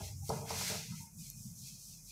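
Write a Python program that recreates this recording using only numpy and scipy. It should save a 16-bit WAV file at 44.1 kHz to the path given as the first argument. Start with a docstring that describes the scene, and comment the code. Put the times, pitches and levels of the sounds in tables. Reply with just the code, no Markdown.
"""Felt duster on a whiteboard

A felt duster is swept to and fro over a wall-mounted whiteboard in a small classroom.
Coloured noise hisses with each stroke and drives the low panel modes; pulses on a modal bank knock
and chatter, most of all in the first second. Faint squeaks, two ticks and a short room tail are added.
The phone's noise suppressor passes the middle of the range only when it is strong; a faint hush remains.
"""
import sys
import numpy as np
from scipy import signal
from scipy.fft import rfft, irfft, next_fast_len
from scipy.io import wavfile
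from scipy.ndimage import uniform_filter1d

SR = 44100
rng = np.random.default_rng(int(sys.argv[2]) if len(sys.argv) > 2 else 0)


def decibels_to_gain(level_db):
    """Convert a level in decibels to a linear amplitude gain (20 dB per decade)."""
    exponent = np.asarray(level_db, float) / 20
    return 10 ** exponent


def materialize(psi):
    """Save the field psi as 16-bit PCM at rate SR to the path in sys.argv[1].

    A 1-D psi becomes a single channel; in a 2-D psi each row is a channel.
    """
    bounded = np.clip(np.atleast_2d(psi).T, -1, 1)
    quanta = np.round(bounded * 32767).astype(np.int16)
    wavfile.write(sys.argv[1], SR, quanta)


N = 93271


def col(table, k):
    """Column k of a table."""
    return np.array(table, float)[:, k]


def curve(table, k):
    """Column k interpolated over time, one value per sample."""
    return np.interp(np.arange(N) / SR, col(table, 0), col(table, k))


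def unit(x):
    """Scale to unit rms."""
    return x / np.sqrt(np.mean(x ** 2))


def noise():
    """White noise of the scene's length."""
    return rng.standard_normal(N)


def smooth(x, size):
    """Two moving averages in cascade."""
    return uniform_filter1d(uniform_filter1d(x, size), size)


def butter(x, order, hz, kind):
    """Causal Butterworth filter."""
    return signal.sosfilt(signal.butter(order, hz, kind, fs=SR, output="sos"), x)


def on_hz(table, hz):
    """Spectrum table interpolated on log frequency."""
    return np.interp(np.log(hz + 1), np.log(col(table, 0)), col(table, 1))


def colour(x, table):
    """Shape a signal by a (frequency [Hz], level [dB]) spectrum."""
    n = next_fast_len(N)
    hz = np.arange(n // 2 + 1) * SR / n
    return irfft(rfft(x, n) * decibels_to_gain(on_hz(table, hz)), n)[:N]


def mode(x, hz, t60_s):
    """One ringing mode: two-pole resonator, peak near 1 for a unit impulse."""
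    r, w = np.exp(-np.log(1000) / (t60_s * SR)), 2 * np.pi * hz / SR
    return signal.lfilter([0, np.sin(w)], [1, -2 * r * np.cos(w), r * r], x)


def walk(rate_hz):
    """Random levels held 1 / rate_hz and slewed twice."""
    k = int(SR / rate_hz)
    held = np.repeat(rng.standard_normal(N // k + 1), k)
    return 1.26 * smooth(held, k)[:N]


def slips(rate_hz, spread_db):
    """Dense random slips of uneven size, unit rms."""
    u = rng.random((2, N))
    size = rng.standard_normal(N) * decibels_to_gain(-spread_db * np.log(u[1] + 1e-9))
    return unit((u[0] < rate_hz / SR) * size)


# strokes: (time [s], hiss level [dB], extra 2.56-5.83 kHz [dB], extra below 2.56 kHz [dB])
STROKES = [(0, -53.5, 3.5, 2.5), (.06, -51.5, 2.5, 2.5), (.15, -60, 4.5, 6.5), (.22, -55.5, -2.5, 0.5),
           (.28, -50, -2.5, -1), (.33, -50.5, 1, 5), (.39, -53, 1.5, 3), (.445, -57, 0, 4.5),
           (.5, -49.5, 5.5, 8), (.58, -43.5, 4, 1.5), (.68, -40, 4, 4), (.8, -48.5, 6, 6),
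           (.92, -56.5, 4.5, 8), (1.02, -51.5, -1.5, 1), (1.11, -61.5, 2, 12), (1.165, -58, -8, 2.5),
           (1.195, -51.5, 1, -3.5), (1.28, -53.5, 0, 1), (1.34, -57, -0.5, 4), (1.45, -52, -0.5, -7.5),
           (1.53, -60, 2.5, 1.5), (1.6, -53, 0.5, -8), (1.68, -53, 3, -3), (1.78, -57, 3, 2),
           (1.85, -53.5, 1.5, -19), (1.89, -53, 2, -4), (1.95, -54.5, 3, -2), (2.01, -61, 3.5, 6),
           (2.055, -57, -0.5, -1.5), (2.09, -54.5, 3, 0.5)]
# hiss spectrum: (frequency [Hz], relative density [dB per Hz])
FELT_SPECTRUM = [(500, -37), (900, -11.5), (1200, -10.5), (1420, -7), (1880, -8), (2480, -5.5),
                 (2980, -8.5), (3940, -5), (4830, -3), (6170, 0.5), (9000, -5), (11900, -7), (15500, -12.5)]
# broad rings in the hiss: (frequency [Hz], level re hiss [dB])
STREAKS = [(2080, -22.5), (2450, -24), (3250, -28), (3750, -33), (4250, -19.5)]


def felt():
    """Fibres slipping on the glossy face; the lower hiss changes with the pressure."""
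    fibres_per_s, spread_db, streak_t60_s = 9000, 0.5, 0.02
    low_split_hz, mid_split_hz = 2560, 5830
    hiss = unit(colour(slips(fibres_per_s, spread_db) + 1.4 * noise(), FELT_SPECTRUM))
    streaks = 0
    for hz, db in STREAKS:
        streaks = streaks + decibels_to_gain(db + 2.84 * walk(16)) * unit(mode(noise(), hz, streak_t60_s))
    hiss = hiss + streaks
    hiss = hiss / np.std(butter(hiss, 4, 5000, "high"))  # level refers to the treble

    def below(hz):
        return signal.sosfiltfilt(signal.butter(4, hz, fs=SR, output="sos"), hiss)

    low, low_mid = below(low_split_hz), below(mid_split_hz)
    treble, mid = hiss - low_mid, low_mid - low
    parts = treble + mid * decibels_to_gain(curve(STROKES, 2)) + low * decibels_to_gain(curve(STROKES, 3))
    return decibels_to_gain(curve(STROKES, 1) + 0.94 * walk(29.42)) * parts


# rubbing on the panel: (time [s], drumming level [dB], favoured pitch [Hz])
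DRUMMING = [(0, -39.5, 106), (.09, -49, 80.4), (.13, -45.5, 87), (.25, -43.5, 97), (.282, -54, 94),
            (.297, -41.5, 102.8), (.37, -42.5, 149), (.49, -50, 143), (.56, -46, 132), (.66, -50, 129),
            (.73, -45.5, 136), (.79, -46.5, 142), (.81, -51, 143), (.86, -56.5, 160), (.89, -46, 154),
            (.93, -41, 180), (.96, -52, 180), (1.01, -47, 164), (1.1, -64.5, 132), (1.16, -53, 153),
            (1.2, -48, 146), (1.24, -54, 136), (1.33, -58.5, 150), (1.405, -48.5, 137), (1.432, -63, 137),
            (1.46, -46, 145), (1.52, -51.5, 139), (1.58, -58, 158), (1.63, -51, 160), (1.7, -61.5, 165),
            (1.725, -54, 165), (1.82, -65.5, 118), (1.9, -58, 140), (2.11, -63.5, 130)]
# lowest panel modes: (frequency [Hz], relative level [dB], t60 [s])
LOW_MODES = [(89.7, 1, 0.25), (103.5, -2, 0.1), (122, -2.5, 0.16), (141.9, 0, 0.15), (163.3, 0, 0.1),
             (195.4, 0, 0.15), (209.8, -7.5, 0.16), (238, -26, 0.23)]


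def drumming():
    """The rubbing shakes the lowest modes; where the duster presses decides which speak."""
    favour_db_per_oct2, shift_db, steady_exponent, rumble_db = 20, 2, 0.4, -66.5
    centre_hz, out, power = curve(DRUMMING, 2), 0, 0
    for hz, db, t60_s in LOW_MODES:
        gain = decibels_to_gain(db - favour_db_per_oct2 * np.log2(hz / centre_hz) ** 2)
        out = out + gain * decibels_to_gain(shift_db * walk(19.96)) * unit(mode(noise(), hz, t60_s))
        power = power + gain ** 2
    out = out / np.sqrt(power)
    out = out / smooth(out ** 2, 1500) ** steady_exponent  # the even push of the hand holds the level
    out = butter(out, 2, (68, 265), "band")
    rumble = decibels_to_gain(rumble_db) * unit(mode(noise(), 44, 1.7))
    return unit(out) * decibels_to_gain(curve(DRUMMING, 1)) + rumble


# panel modes: (frequency [Hz], level [dB], undamped t60 [s])
PANEL = [(106, -4, 0.098), (188, 7, 0.12), (270.6, -11, 0.29), (343, -18, 0.16), (419.4, -4.5, 0.093),
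         (422.6, -3.5, 0.25), (455, -2, 0.16), (545, -13.5, 0.2), (607, -1, 0.05), (682, -1.5, 0.047),
         (797, 3, 0.027), (955, -1, 0.036), (1026, -5, 0.064), (1264, -0.5, 0.031), (1413, -3, 0.027),
         (1650, -7, 0.066)]


def ring_panel(drive, max_t60_s):
    """Modal bank of the panel, one drive per mode, alternating signs, ring time capped."""
    out = 0
    for k, (hz, db, t60_s) in enumerate(PANEL):
        out = out + (-1) ** k * decibels_to_gain(db) * mode(drive[k], hz, min(t60_s, max_t60_s))
    return out


# knocks of the block: (time [s], strength [dB], push length [ms], crack re strength [dB], favoured pitch [Hz])
KNOCKS = [(.006, -40.5, 1, -23, 620), (0.2922, -26.5, 0.76, -11, 423), (0.2997, -25.5, 0.49, -20, 800),
          (.317, -35, 0.64, -32, 455), (.407, -42, 0.42, -12, 677), (.5045, -30.5, 0.19, -9, 795),
          (0.61, -34.5, 0.44, -18, 890), (.700, -33, 0.77, -24, 455), (0.921, -43, 0.37, -12, 1390)]


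def knocks():
    """Half-sine pushes with grainy after-contact ring the panel; each spot favours other modes."""
    favour_db_per_oct2, bounce_db, bounce_s, crack_decay_s = 12.5, -17, 0.019, 0.0026
    push, crack = np.zeros((len(PANEL), N)), np.zeros(N)
    tau = np.arange(int(0.04 * SR)) / SR
    n = len(tau)
    for s, db, ms, crack_db, centre_hz in KNOCKS:
        i = int(s * SR)
        spot = decibels_to_gain(db - favour_db_per_oct2 * np.log2(col(PANEL, 0) / centre_hz) ** 2)
        bounce = decibels_to_gain(bounce_db) * np.exp(-tau / bounce_s) * rng.standard_normal(n) / np.sqrt(SR / 1000)
        contact = (tau == 0) + bounce
        half_sine = np.sin(np.pi * np.minimum(tau / ms * 1000, 1))
        force = np.convolve(contact, half_sine)[:n] / (ms * SR / 1000)
        push[:, i:i + n] += np.outer(spot, force)
        crack[i:i + n] += decibels_to_gain(db + crack_db) * np.exp(-tau / crack_decay_s) * rng.standard_normal(n)
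    crack = butter(crack, 6, 3900, "high")
    out = ring_panel(push, 1)
    for gain, hz, t60_s in ((0.19, 4660, 0.0049), (0.22, 5530, 0.0087), (0.51, 8200, 0.0014)):
        out = out + gain * mode(crack, hz, t60_s)
    return out


# chatter of the block on the panel: (time [s], level [dB])
CHATTER = [(0, -47.5), (.06, -61), (.12, -61.5), (.16, -97), (.285, -79), (.31, -48), (.45, -51.5),
           (.49, -59), (.53, -45.5), (.59, -56), (.625, -51.5), (.675, -63), (.72, -46), (.79, -61.5),
           (.85, -65), (.89, -94), (1.0, -101)]


def chatter():
    """Dense small slips of the block ring the hand-damped panel modes above 300 Hz."""
    slips_per_s, spread_db, hand_t60_s, tilt_db_per_oct = 2500, 1.5, 0.05, -8
    hz = col(PANEL, 0)
    weight = (hz > 300) * decibels_to_gain(tilt_db_per_oct * np.log2(np.maximum(hz / 800, 1)))
    rattle = slips(slips_per_s, spread_db) * weight[:, None]
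    rung = ring_panel(decibels_to_gain(curve(CHATTER, 1)) * rattle, hand_t60_s)
    return rung / np.std(ring_panel(rattle, hand_t60_s))


# faint squeaks of the felt: (time [s], length [s], pitch [Hz], level [dB])
SQUEAKS = [(0.221, 0.052, 800, -59), (0.881, 0.019, 940, -58), (0.922, 0.034, 950, -56),
           (0.926, 0.041, 1290, -60), (1.005, 0.1, 915, -56.5)]


def squeaks():
    """Fixed-pitch sines, each with a narrow noise band at its pitch for breath."""
    breath_ratio, breath_t60_s = 0.7, 0.022
    t, out = np.arange(N) / SR, np.zeros(N)
    for s, length_s, hz, db in SQUEAKS:
        u = np.clip((t - s) / length_s, 0, 1)
        envelope = decibels_to_gain(db) * u ** 0.069 * (1 - u) ** 0.67
        breath = unit(mode(mode(noise(), hz, breath_t60_s), hz, breath_t60_s))
        out += envelope * (np.sin(2 * np.pi * hz * t) + breath_ratio * breath)
    return out


# tiny ticks: (time [s], drive level [dB], lower ring gain [dB])
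TICKS = [(.4946, -31, -12), (1.3012, -26.5, 0)]


def ticks():
    """Four-sample pulses ring two short high modes."""
    high_hz, low_hz, t60_s = 11600, 6300, 0.0023
    out = np.zeros(N)
    for s, db, low_db in TICKS:
        i, hit = int(s * SR), np.zeros(N)
        hit[i:i + 4] = decibels_to_gain(db) * np.array([-0.5, 0.5, 0.5, -0.5])
        out += 0.5 * mode(hit, high_hz, t60_s) + decibels_to_gain(low_db) * mode(hit, low_hz, t60_s)
    return out


def room(hits):
    """Classroom tail: convolution with exponentially decaying noise after a 6 ms gap."""
    level_db, t60_s = -10, 0.47
    tau = np.arange(int(0.5 * SR)) / SR
    tail = rng.standard_normal(len(tau)) * np.exp(-np.log(1000) * tau / t60_s) * (tau > 0.006)
    return decibels_to_gain(level_db) * signal.fftconvolve(hits, tail / np.sqrt(np.sum(tail ** 2)))[:N]


def scene():
    """Duster and panel, with a room tail on knocks and chatter; two equal channels."""
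    hits = knocks() + chatter()
    wet = room(hits)
    mono = felt() + drumming() + hits + wet + squeaks() + ticks()
    return np.array([mono, mono])


# suppressor threshold: (frequency [Hz], density [dB per Hz])
GATE = [(30, -140), (260, -120), (400, -100), (1000, -90.5), (1800, -90), (2500, -96.5), (3200, -97.5),
        (4200, -94.5), (4700, -95.5), (5300, -101), (6200, -112), (16000, -130)]


def suppress(x):
    """Noise suppressor: ducks every STFT bin whose smoothed power falls under its threshold."""
    depth_db, steepness = -26, 2.3
    hz, _, z = signal.stft(x, SR, nperseg=1024, noverlap=768)
    power = uniform_filter1d(np.abs(z) ** 2, size=2, axis=0)
    power = uniform_filter1d(power, size=8, axis=1) / (1.5 * SR / 1024)  # per Hz
    ratio = (power / decibels_to_gain(2 * on_hz(GATE, hz))[:, None]) ** steepness
    gain = decibels_to_gain(depth_db) + (1 - decibels_to_gain(depth_db)) * ratio / (1 + ratio)
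    return signal.istft(z * gain, SR, nperseg=1024, noverlap=768)[1][:N]


# hush spectrum: (frequency [Hz], relative density [dB per Hz])
HUSH = [(30, -37), (200, 2), (500, -5.5), (1000, -7), (1700, -16), (3000, -25.5), (5000, -4), (15000, -20)]


def hush():
    """Steady faint coloured noise."""
    level_db = -72.5
    return decibels_to_gain(level_db) * unit(colour(noise(), HUSH))


def roll_off(x):
    """The treble ends steeply here."""
    return signal.sosfilt(signal.butter(12, 16440, fs=SR, output="sos"), x)


def record(dry):
    """Suppressor, added hush, then band limits at 40 Hz and 15.45 kHz."""
    x = suppress(dry[0]) + hush()
    x = butter(x, 4, 40, "high")
    x = signal.sosfilt(signal.ellip(8, 0.2, 70, 15450, fs=SR, output="sos"), x)
    return roll_off(np.array([x, x]))


dry = scene()
out = record(dry)
materialize(out)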